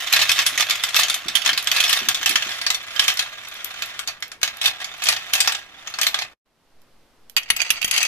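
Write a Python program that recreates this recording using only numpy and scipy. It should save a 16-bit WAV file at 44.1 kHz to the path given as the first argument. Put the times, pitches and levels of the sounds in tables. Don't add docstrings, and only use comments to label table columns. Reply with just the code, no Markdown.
import sys
import numpy as np
from scipy import signal
from scipy.fft import rfft, irfft
from scipy.io import wavfile
from scipy.ndimage import uniform_filter1d, map_coordinates

SR = 44100
rng = np.random.default_rng(int(sys.argv[2]) if len(sys.argv) > 2 else 0)


def put_to_file(sound):
    columns = np.atleast_2d(sound).T
    safe = np.clip(columns, -1, 1)
    whole_steps = np.round(safe * 32767)
    wavfile.write(sys.argv[1], SR, whole_steps.astype(np.int16))


N = 355887


def amp(db):
    return 10 ** (np.asarray(db) / 20)


def evened(x):
    return x / np.sqrt(np.mean(x ** 2) + 1e-20)


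def seconds():
    return np.arange(N) / SR


def read(points, hz):
    f, value = np.transpose(points)
    return np.interp(np.log(hz + 1), np.log(f + 1), value)


def add(mix, s, sound):
    part = mix[:, max(round(s * SR), 0):][:, :sound.shape[1]]
    part += sound[:, :part.shape[1]]


def panned(db, pan_db):
    return amp([[db + pan_db / 2], [db - pan_db / 2]])


def bins(size):
    return np.fft.rfftfreq(size, 1 / SR)


def colour(x, curve_db, size=4096):
    hz = abs(np.fft.fftfreq(size, 1 / SR))
    log_gain = np.log(amp(curve_db(hz)))
    taps = np.fft.ifft(np.exp(np.conj(signal.hilbert(log_gain)))).real
    return signal.fftconvolve(x, taps[None, :size // 2], axes=1)[:, :x.shape[1]]


def bumps(modes, hz):
    return sum(db / (1 + (2 * (hz - f) / width) ** 2) for f, width, db in modes)


def own_modes(height_db, sharpness, count=14):
    f = np.geomspace(1100, 13000, count) * np.exp(rng.uniform(-.09, .09, count))
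    heights = height_db * rng.uniform(-.6, 1, count) * (f / 4000) ** .25
    return np.transpose([f, f / sharpness, heights])


def drift(rate_hz):
    s = np.arange(0, N / SR + 1, 1 / rate_hz)
    return evened(np.interp(seconds(), s, rng.standard_normal(len(s))))


def level_of(points):
    return amp(np.interp(seconds(), *np.transpose(points), left=-120, right=-120))


# (f/Hz, share from 0 to 1)
LIKENESS_OF_EARS = [(100, 0.68), (700, 0.89), (2000, 0.71), (5000, 0.25), (14000, 0.094)]


def noise_pair(size):
    a, b = rfft(rng.standard_normal((2, size)))
    same = np.clip(read(LIKENESS_OF_EARS, bins(size)), 0, 1)
    return irfft(np.array([a, same * a + np.sqrt(1 - same ** 2) * b]), size)


def burst(decay, tail_db, tail_decay, rise=0.00027, size=4096):
    t = np.arange(size) / SR
    power = np.exp(-t / decay) + amp(tail_db) ** 2 * np.exp(-t / tail_decay)
    shape = np.sqrt(power) * (1 - np.exp(-t / rise))
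    return evened(noise_pair(size) * shape) * np.sqrt(np.mean(shape ** 2))


EDGE_SHARE, BODY_SHARE = 1.1, 1


def knocks(rows, decay, tail_db, tail_decay, ring_db, ring_width_hz, own_db):
    out = np.zeros((2, N))
    for s, db, hard_db, ring_hz, pan_db in rows:
        body_db = -BODY_SHARE * hard_db
        edge_db = EDGE_SHARE * hard_db + 0.3
        tone = [(200, body_db / 2), (1500, body_db + 2.0), (2800, 0.0022), (5500, 0), (9000, edge_db)]
        modes = [(ring_hz, ring_width_hz, ring_db), *own_modes(own_db, sharpness=17)]
        blow = burst(decay, tail_db, tail_decay)
        blow = colour(blow, lambda hz: read(tone, hz) + bumps(modes, hz), size=1024)
        add(out, s, blow * panned(db, pan_db))
    return out


DULL_SHARE, FULL_ROLL_DB = 0.33, -17


def band(x, hz, kind):
    return signal.sosfiltfilt(signal.butter(2, hz, kind, fs=SR, output="sos"), x)


def rolling(gain, skips_per_s, spread_db, skip_decay, own_db, wander_db, smooth_db, bright_db, count=16):
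    tilt_db = bright_db + DULL_SHARE * (20 * np.log10(gain) - FULL_ROLL_DB)
    rattle, force = np.zeros((2, N)), np.zeros(N)
    for _ in range(count):
        sizes = amp(spread_db * np.minimum(rng.exponential(1, N), 3) + wander_db * drift(6))
        skips = sizes * (rng.random(N) < skips_per_s / count / SR)
        modes = own_modes(own_db, sharpness=21)
        part = burst(skip_decay, tail_db=-6.5, tail_decay=.009, size=2048)
        part = colour(part, lambda hz: bumps(modes, hz))
        rattle += signal.oaconvolve(skips[None], evened(part), axes=1)[:, :N]
        force += skips ** 2
    force = abs(uniform_filter1d(force, size=2200))
    grit = evened(rattle / np.sqrt(force + 0.072 * force.mean()))
    grit = grit + amp(smooth_db) * noise_pair(N)
    low, high = band(grit, 2000, "low"), band(grit, 7000, "high")
    return gain * (grit + low * (amp(-tilt_db) - 1) + high * (amp(tilt_db) - 1))


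# (f/Hz, relative level/dB)
AIR_SPECTRUM = [(20, -27), (65, -33), (170, -34), (260, -32.5), (400, -34), (1000, -37.5), (2200, -43.5),
                (5000, -46), (7500, -52.5), (14000, -54.5)]


def air():
    return amp(-52.0) * evened(colour(noise_pair(N), lambda hz: read(AIR_SPECTRUM, hz), size=16384))


# (t/s, relative level/dB)
CHUTE_LEVEL = [(0, -26.5), (1.1, -32.5), (1.2, -37), (2.0, -31.5), (2.6, -32), (2.8, -40), (3.0, -30.5),
               (3.3, -38.5), (3.9, -36), (4.17, -51.5), (4.4, -68.5), (4.5, -42.5), (5.3, -36.5),
               (5.58, -38), (5.68, -50.5), (5.95, -39), (6.22, -43), (6.34, -61.5)]
# (f/Hz, relative level/dB)
CHUTE_SPECTRUM = [(30, -31), (60, -32.5), (95, -14.5), (200, -24.5), (470, -20), (700, -18), (1400, -5),
                  (2300, -3.5), (3500, -1), (4400, -6.5), (6500, -5.5), (8700, -13.5), (14000, -13.5)]


def chutes():
    roll = rolling(level_of(CHUTE_LEVEL), skips_per_s=330, spread_db=2, skip_decay=0.003, own_db=14.5,
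                   wander_db=3.5, smooth_db=-12.5, bright_db=-0.1)
    return colour(roll, lambda hz: read(CHUTE_SPECTRUM, hz))


# (t/s, relative level/dB, hardness/dB, ring of the struck part f/Hz, left-right/dB)
TRACK_KNOCKS = [(0.1261, -9.5, 2.5, 2500, -3), (0.1341, -13.5, -0.5, 4080, -1), (0.166, -14, -3.5, 3420, 1),
                (0.2175, -12, -4, 2930, 3), (0.293, -8.5, 1.5, 2470, 4), (0.3161, -10.5, 5, 3350, -3),
                (0.3896, -9, 0, 2750, 2), (0.464, -7, 5.5, 3400, 1), (0.5766, -12.5, 3.5, 2110, -2),
                (0.6061, -9, -1, 3500, -4.5), (0.697, -13, -1, 2110, 3), (0.7076, -10, 3, 3500, 0.5),
                (0.754, -20, 0, 3630, 5), (0.8366, -10.5, 0.5, 3490, -0.5), (0.889, -20.5, 0.5, 1960, 11),
                (0.944, -12, -4.5, 3400, 1), (0.993, -19, -11, 4130, 3), (1.0329, -11, 3, 4440, 1),
                (1.0828, -18, 0, 4050, 6), (1.098, -11, 1.5, 3500, 1), (1.142, -14, 5, 3530, 2),
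                (1.2827, -15.5, -1.5, 3660, 1), (1.353, -9.5, 3.5, 3380, -8), (1.369, -20, -4.5, 3060, -15),
                (1.418, -21.5, 1, 2960, -8), (1.4604, -9.5, -3, 3500, 5), (1.491, -9.5, -5.5, 3300, 1.5),
                (1.5307, -16.5, -3, 4600, 5), (1.576, -12, 1, 4500, 0.5), (1.672, -12.5, 1.5, 3500, -2.5),
                (1.7148, -9, 1.5, 3600, 0), (1.7629, -11, 0.5, 4060, -1), (1.8026, -11, 2.5, 3220, -3),
                (1.8384, -12.5, 2, 3480, 3), (1.894, -15, 2, 3200, 11), (1.9281, -8.5, 0.5, 3430, 0),
                (2.0861, -7, 1.5, 3440, 1.5), (2.145, -15.5, 2, 3400, 3), (2.229, -17, -3.5, 3220, 0),
                (2.2595, -8.5, -0.5, 3100, -2.5), (2.293, -14, 7, 2610, -2), (2.3563, -7, -3.5, 3120, 3),
                (2.4232, -17.5, -3, 2670, 0), (2.6137, -18.5, -1, 4500, 0), (2.665, -11, -3, 4560, 0),
                (2.7026, -10.5, -1.5, 4050, 1.5), (2.745, -17.5, 1, 4350, 3),
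                (2.9618, -22.5, -5.5, 3170, -8), (2.9939, -6, 0, 3100, -0.5), (3.04, -21.5, 7, 3100, -1.5),
                (3.0802, -6.5, 2, 3200, 0.5), (3.099, -16.5, -4.5, 3100, 1.5), (3.1716, -19, 1, 5450, -2),
                (3.193, -11, -1.5, 3900, 3.5), (3.821, -16.5, -2, 4100, -1.5), (3.9913, -19, 0.5, 1460, 5),
                (4.0748, -18, 1.5, 4310, 3), (4.0845, -21, -4, 4350, -5), (4.2239, -20, -2, 4280, -2),
                (4.3166, -27, -0.5, 1470, 1), (4.4146, -28.5, -1.5, 1700, 4), (4.4303, -8, -.5, 3880, -0.5),
                (4.476, -19, -3.5, 4100, 1), (4.614, -17.5, 0.5, 3330, 2), (4.6575, -9.5, -1, 3640, 1),
                (4.8434, -22.5, -0.5, 4950, -1), (5.038, -19.5, 9, 2900, 4), (5.068, -16.5, -3, 3100, -1),
                (5.0865, -6, 0, 4070, 2.5), (5.1262, -16.5, -4, 3870, 4), (5.164, -19, -2.5, 4530, 3),
                (5.3345, -7.5, 3.5, 3750, 2), (5.3517, -13.5, -2.5, 2540, 1), (5.4035, -6.5, 2, 4750, 3.5),
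                (5.4743, -7.5, -5, 5040, -0.5), (5.5212, -17.5, -1, 3900, 2), (5.5488, -20, -4, 3630, -4),
                (5.8728, -24, -5, 6450, 2.5), (5.9392, -25, -5, 4180, 3), (5.987, -17.5, -3, 1180, 3),
                (6.0136, -9.5, 3.5, 3100, 2), (6.0314, -14.5, 0, 3320, -5), (6.0667, -7.5, 0, 4100, 2),
                (6.143, -13.5, -7, 3900, 2.5), (6.1885, -17.5, -4, 4180, 0), (6.2137, -28, -5, 3610, 1)]
# (f/Hz, relative level/dB)
KNOCK_SPECTRUM = [(30, -30.5), (60, -44), (95, -15), (200, -23.5), (470, -22.5), (700, -22), (1150, -8.5),
                  (2300, -3.5), (3400, 0), (4200, -4), (6500, -2.5), (8700, -12.5), (14000, -13)]


def track_knocks():
    blows = knocks(TRACK_KNOCKS, decay=0.0031, tail_db=-10.0, tail_decay=0.011, ring_db=8.5,
                   ring_width_hz=474, own_db=10)
    return colour(blows, lambda hz: read(KNOCK_SPECTRUM, hz))


RATTLE_RISE_S, RATTLE_FADE_DB_PER_S = 0.0054, 449.5
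CHATTER_DB, CHATTER_FADE_DB_PER_S = -17, 220.5


def spell(start, length, db, fade_db_per_s):
    t = np.maximum(seconds() - start, 0)
    fade_db = np.minimum(fade_db_per_s * np.maximum(t - length, 0), 100)
    return np.minimum(t / RATTLE_RISE_S, 1) * amp(db - fade_db)


# (t/s, length/s, relative level/dB)
RATTLE_SPELLS = [(0.131, 0.11, -17), (0.286, 0.14, -21), (0.579, 0.05, -19.5), (0.95, 0.066, -14),
                 (1.079, 0.04, -28), (1.447, 0.022, -17), (1.738, 0.26, -20.5), (2.262, 0.066, -24.5),
                 (2.445, .11, -29.5), (2.994, 0.12, -26), (3.181, 0.042, -25.5), (4.611, 0.073, -21),
                 (4.799, 0.02, -29), (5.018, 0.11, -20.5), (5.328, 0.17, -25.5), (6.011, 0.031, -29.5),
                 (6.184, 0.043, -27.5)]


def agitation():
    power = sum(spell(s, length, db, RATTLE_FADE_DB_PER_S) ** 2 for s, length, db in RATTLE_SPELLS)
    power += sum(spell(s, 0, db + CHATTER_DB, CHATTER_FADE_DB_PER_S) ** 2 for s, db, *_ in TRACK_KNOCKS)
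    return np.sqrt(power + 1e-12)


# (f/Hz, relative level/dB)
RATTLE_SPECTRUM = [(30, -31), (60, -28.5), (95, -13), (200, -28), (470, -18), (700, -16.5), (1300, -6),
                   (2400, -3), (3500, -2.5), (4400, -3.5), (6500, -7.5), (8700, -15.5), (14000, -16.5)]


def rattles():
    rattle = rolling(agitation(), skips_per_s=160, spread_db=2.5, skip_decay=0.0024, own_db=15.5,
                     wander_db=3, smooth_db=-17, bright_db=1.1)
    return colour(rattle, lambda hz: read(RATTLE_SPECTRUM, hz))


# (f/Hz, width/Hz, height/dB)
TRACK_RESONANCES = [(644, 130, 6.5), (741, 180, 7.5), (1143, 67, 3.5), (1240, 51, 2.5), (1380, 30, 2.5),
                    (1633, 53, 5), (1800, 170, 3), (2055, 34, 6.5), (2220, 90, 5), (2563, 150, 5.5),
                    (3104, 220, 4), (3594, 260, 5), (4170, 110, 3.5), (4550, 240, 5), (5630, 750, 3)]
LOW_RAMPS_S = 4.46
# (f/Hz, width/Hz, height/dB)
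LOW_RAMP_RESONANCES = [(810, 140, 4.5), (1410, 430, -1), (3830, 220, -1)]


def track():
    sources = amp(7.5) * track_knocks() + amp(9.5) * rattles() + amp(10.5) * chutes()
    plastic = colour(sources, lambda hz: bumps(TRACK_RESONANCES, hz))
    low = np.clip((seconds() - LOW_RAMPS_S) * 10, 0, 1)
    return (1 - low) * plastic + low * colour(plastic, lambda hz: bumps(LOW_RAMP_RESONANCES, hz))


# (t/s, relative level/dB)
CARPET_LANDINGS = [(0.52, -44), (0.691, -43.5), (1.256, -36), (1.459, -44), (1.52, -42), (2.011, -37),
                   (2.073, -38.5), (2.2, -45.5), (2.297, -34.5), (2.46, -41.5)]
# (f/Hz, relative level/dB)
CARPET_SPECTRUM = [(20, -31), (90, -16.5), (180, -9), (290, -3.5), (380, -6.5), (520, -28.5), (2000, -55.5),
                   (14000, -67)]


def thuds():
    out = np.zeros((2, N))
    for s, db in CARPET_LANDINGS:
        bump = burst(decay=0.0097, tail_db=-23, tail_decay=0.028)
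        bump = colour(bump, lambda hz: read(CARPET_SPECTRUM, hz))
        add(out, s, amp(db - 5.5) * evened(bump))
    return out


# (t/s, relative level/dB, left-right/dB)
GLASS_CLICKS = [(1.627, -16.5, 0), (1.644, -19, -5), (2.829, -32, -5), (2.964, -27, 0), (3.14, -20, 1.5),
                (3.172, -23, -7.5), (3.486, -24, 2), (3.542, -28, 2), (3.6453, -12, 5), (3.859, -23, 0),
                (4.205, -35, -1), (4.28, -31, -1.5), (4.57, -25.5, 1), (4.98, -31.5, -3), (5.9, -32, -3),
                (6.8175, -43, -12), (7.297, -26, -15.5), (7.328, -52, -2)]
# (f/Hz, relative level/dB)
GLASS_SPECTRUM = [(100, -27), (1500, -17), (5000, -4), (9000, -9.5), (11500, -2.5), (14000, -1.5)]


def clicks():
    out = np.zeros((2, N))
    for s, db, pan_db in GLASS_CLICKS:
        tick = burst(decay=0.00097, tail_db=-18.5, tail_decay=.008, rise=.0001)
        add(out, s, tick * panned(db, pan_db))
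    return amp(7.5) * colour(out, lambda hz: read(GLASS_SPECTRUM, hz))


RUMBLE_START_S, RUMBLE_RISE_S, RUMBLE_DB, RUMBLE_FADE_DB_PER_S = 6.64, .04, -48, 4
# (f/Hz, relative level/dB)
RUMBLE_SPECTRUM = [(0, 0), (4, -3), (10, -22), (35, -27), (80, -40), (400, -75)]


def rumble():
    noise = rng.standard_normal((1, N))
    deep = evened(colour(noise, lambda hz: read(RUMBLE_SPECTRUM, hz), size=32768))
    t = np.maximum(seconds() - RUMBLE_START_S, 0)
    return deep * np.minimum(t / RUMBLE_RISE_S, 1) * amp(RUMBLE_DB - RUMBLE_FADE_DB_PER_S * t)


# (t/s, relative level/dB, hardness/dB, ring of the struck part f/Hz, left-right/dB)
FUNNEL_DROPS = [(7.3651, -11, 1.5, 4600, -6.5), (7.3728, -21, 0.5, 2720, 12), (7.38, -18, 0, 2820, -3.5),
                (7.4314, -33.5, 3, 3270, -1), (7.488, -35, -3, 3000, -2), (7.5019, -7, .5, 4330, 2),
                (7.5643, -20.5, 3.5, 2540, 3), (7.6022, -19, -3, 2670, -5), (7.616, -16, -2, 3260, -9.5),
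                (7.7033, -9, 2.5, 2720, -2.5), (7.8159, -24, 3, 2820, -12), (7.827, -21.5, 2, 2720, -10),
                (7.845, -14, 5.5, 3040, -0.5), (7.8788, -24.5, 6, 2630, 3), (7.9111, -14, 5.5, 3160, 6),
                (7.9391, -22, 4, 3050, 5), (7.9625, -19.5, 2, 3060, 5), (7.978, -14, 5, 3140, 10),
                (8.029, -15, 4, 4000, 9)]
# (t/s, relative level/dB)
CIRCLING_LEVEL = [(7.37, -44), (7.48, -54), (7.6, -35), (7.87, -42), (7.94, -28), (8.07, -25.5)]
# (f/Hz, relative level/dB)
FUNNEL_SPECTRUM = [(30, -22.5), (100, -23), (430, -24), (700, -12.5), (1200, -14.5), (1900, -5), (2900, -5),
                   (3900, -4.5), (6300, -4.5), (8000, -16.5), (14000, -11.5)]
# (f/Hz, width/Hz, height/dB)
FUNNEL_RESONANCES = [(1280, 250, 5.3), (2580, 1500, 13), (2900, 220, 2.1), (3250, 250, 4), (4630, 240, 11),
                     (6370, 450, 8), (7800, 490, 12), (9800, 420, 8.3), (10900, 550, 6.9)]


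def funnel():
    blows = knocks(FUNNEL_DROPS, decay=0.0027, tail_db=-33.0, tail_decay=0.0059, ring_db=7,
                   ring_width_hz=320, own_db=11.5)
    roll = rolling(level_of(CIRCLING_LEVEL), skips_per_s=160, spread_db=1.0, skip_decay=0.00089,
                   own_db=10.5, wander_db=1, smooth_db=-11, bright_db=-4.5)
    roll_tone = [(60, -14), (500, 2.5), (1800, -2.5), (2800, -1.5), (5000, 5.5)]  # (f/Hz, gain/dB)
    roll = colour(roll, lambda hz: read(roll_tone, hz))
    both = amp(11.5) * blows + amp(12.0) * roll
    return colour(both, lambda hz: read(FUNNEL_SPECTRUM, hz) + bumps(FUNNEL_RESONANCES, hz))


# (t/s, relative peak level/dB)
OVERLOAD_PUFFS = [(7.505, -21), (7.703, -21), (7.846, -18)]


def overload_puffs():
    out = np.zeros((2, N))
    u = np.arange(4096) / SR / 0.00038
    puff = u * np.exp(1 - u)
    for s, db in OVERLOAD_PUFFS:
        add(out, s, -amp(db) * np.array([puff, puff]))
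    return out


# (f/Hz, t60/s)
ROOM_DECAY = [(100, 0.6), (600, 0.07), (2500, 0.17), (6000, 0.033), (14000, .15)]


def room(x, size=16384):
    taps = rng.standard_normal((2, size)) * (rng.random((2, size)) < 4000 / SR)
    taps[:, :round(.004 * SR)] = 0
    hz, t, z = signal.stft(taps, SR, nperseg=256)
    decay = amp(-60 * t / read(ROOM_DECAY, hz)[:, None])
    tail = signal.istft(z * decay, SR, nperseg=256)[1]
    tail = tail / np.linalg.norm(tail, axis=1, keepdims=True)
    return signal.fftconvolve(x, tail, axes=1)[:, :N]


# (t/s, delay/samples)
RIGHT_LAG = [(0, 1), (1.5, 1), (2.7, 5), (8, 5)]


def scene():
    left, right = track() + funnel() + clicks() + thuds() + overload_puffs()
    lag = np.interp(seconds(), *np.transpose(RIGHT_LAG))
    toy = np.array([left, map_coordinates(right, [np.arange(N) - lag], order=5)])
    return toy + amp(-11.0) * room(toy) + air() + rumble()


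# (f/Hz, left-right/dB)
MICROPHONE_BALANCE = [(60, -0.5), (700, 0), (1290, 2.5), (2380, -4), (4400, -3.5), (8120, 4), (15000, 2.5)]
# (t/s, gain/dB)
DROPOUT = [(6.334, -4.5), (6.362, -43.5), (6.44, -66), (6.46, -17.5), (6.65, -10.5), (6.848, -7.5)]
EDGE_HZ = 14400


def record(dry):
    balance = amp(read(MICROPHONE_BALANCE, bins(N)) * np.array([[.5], [-.5]]))
    x = irfft(rfft(dry) * balance, N)
    x = x * amp(np.interp(seconds(), *np.transpose(DROPOUT)))
    ceiling = np.where(x > 0, .9, .92)
    x = x / (1 + (x / ceiling) ** 4) ** (1 / 4)
    low_pass = signal.firwin(141, EDGE_HZ, window=("kaiser", 8), fs=SR)
    return signal.oaconvolve(x, low_pass[None], "same")


dry = scene()
out = record(dry)
put_to_file(out)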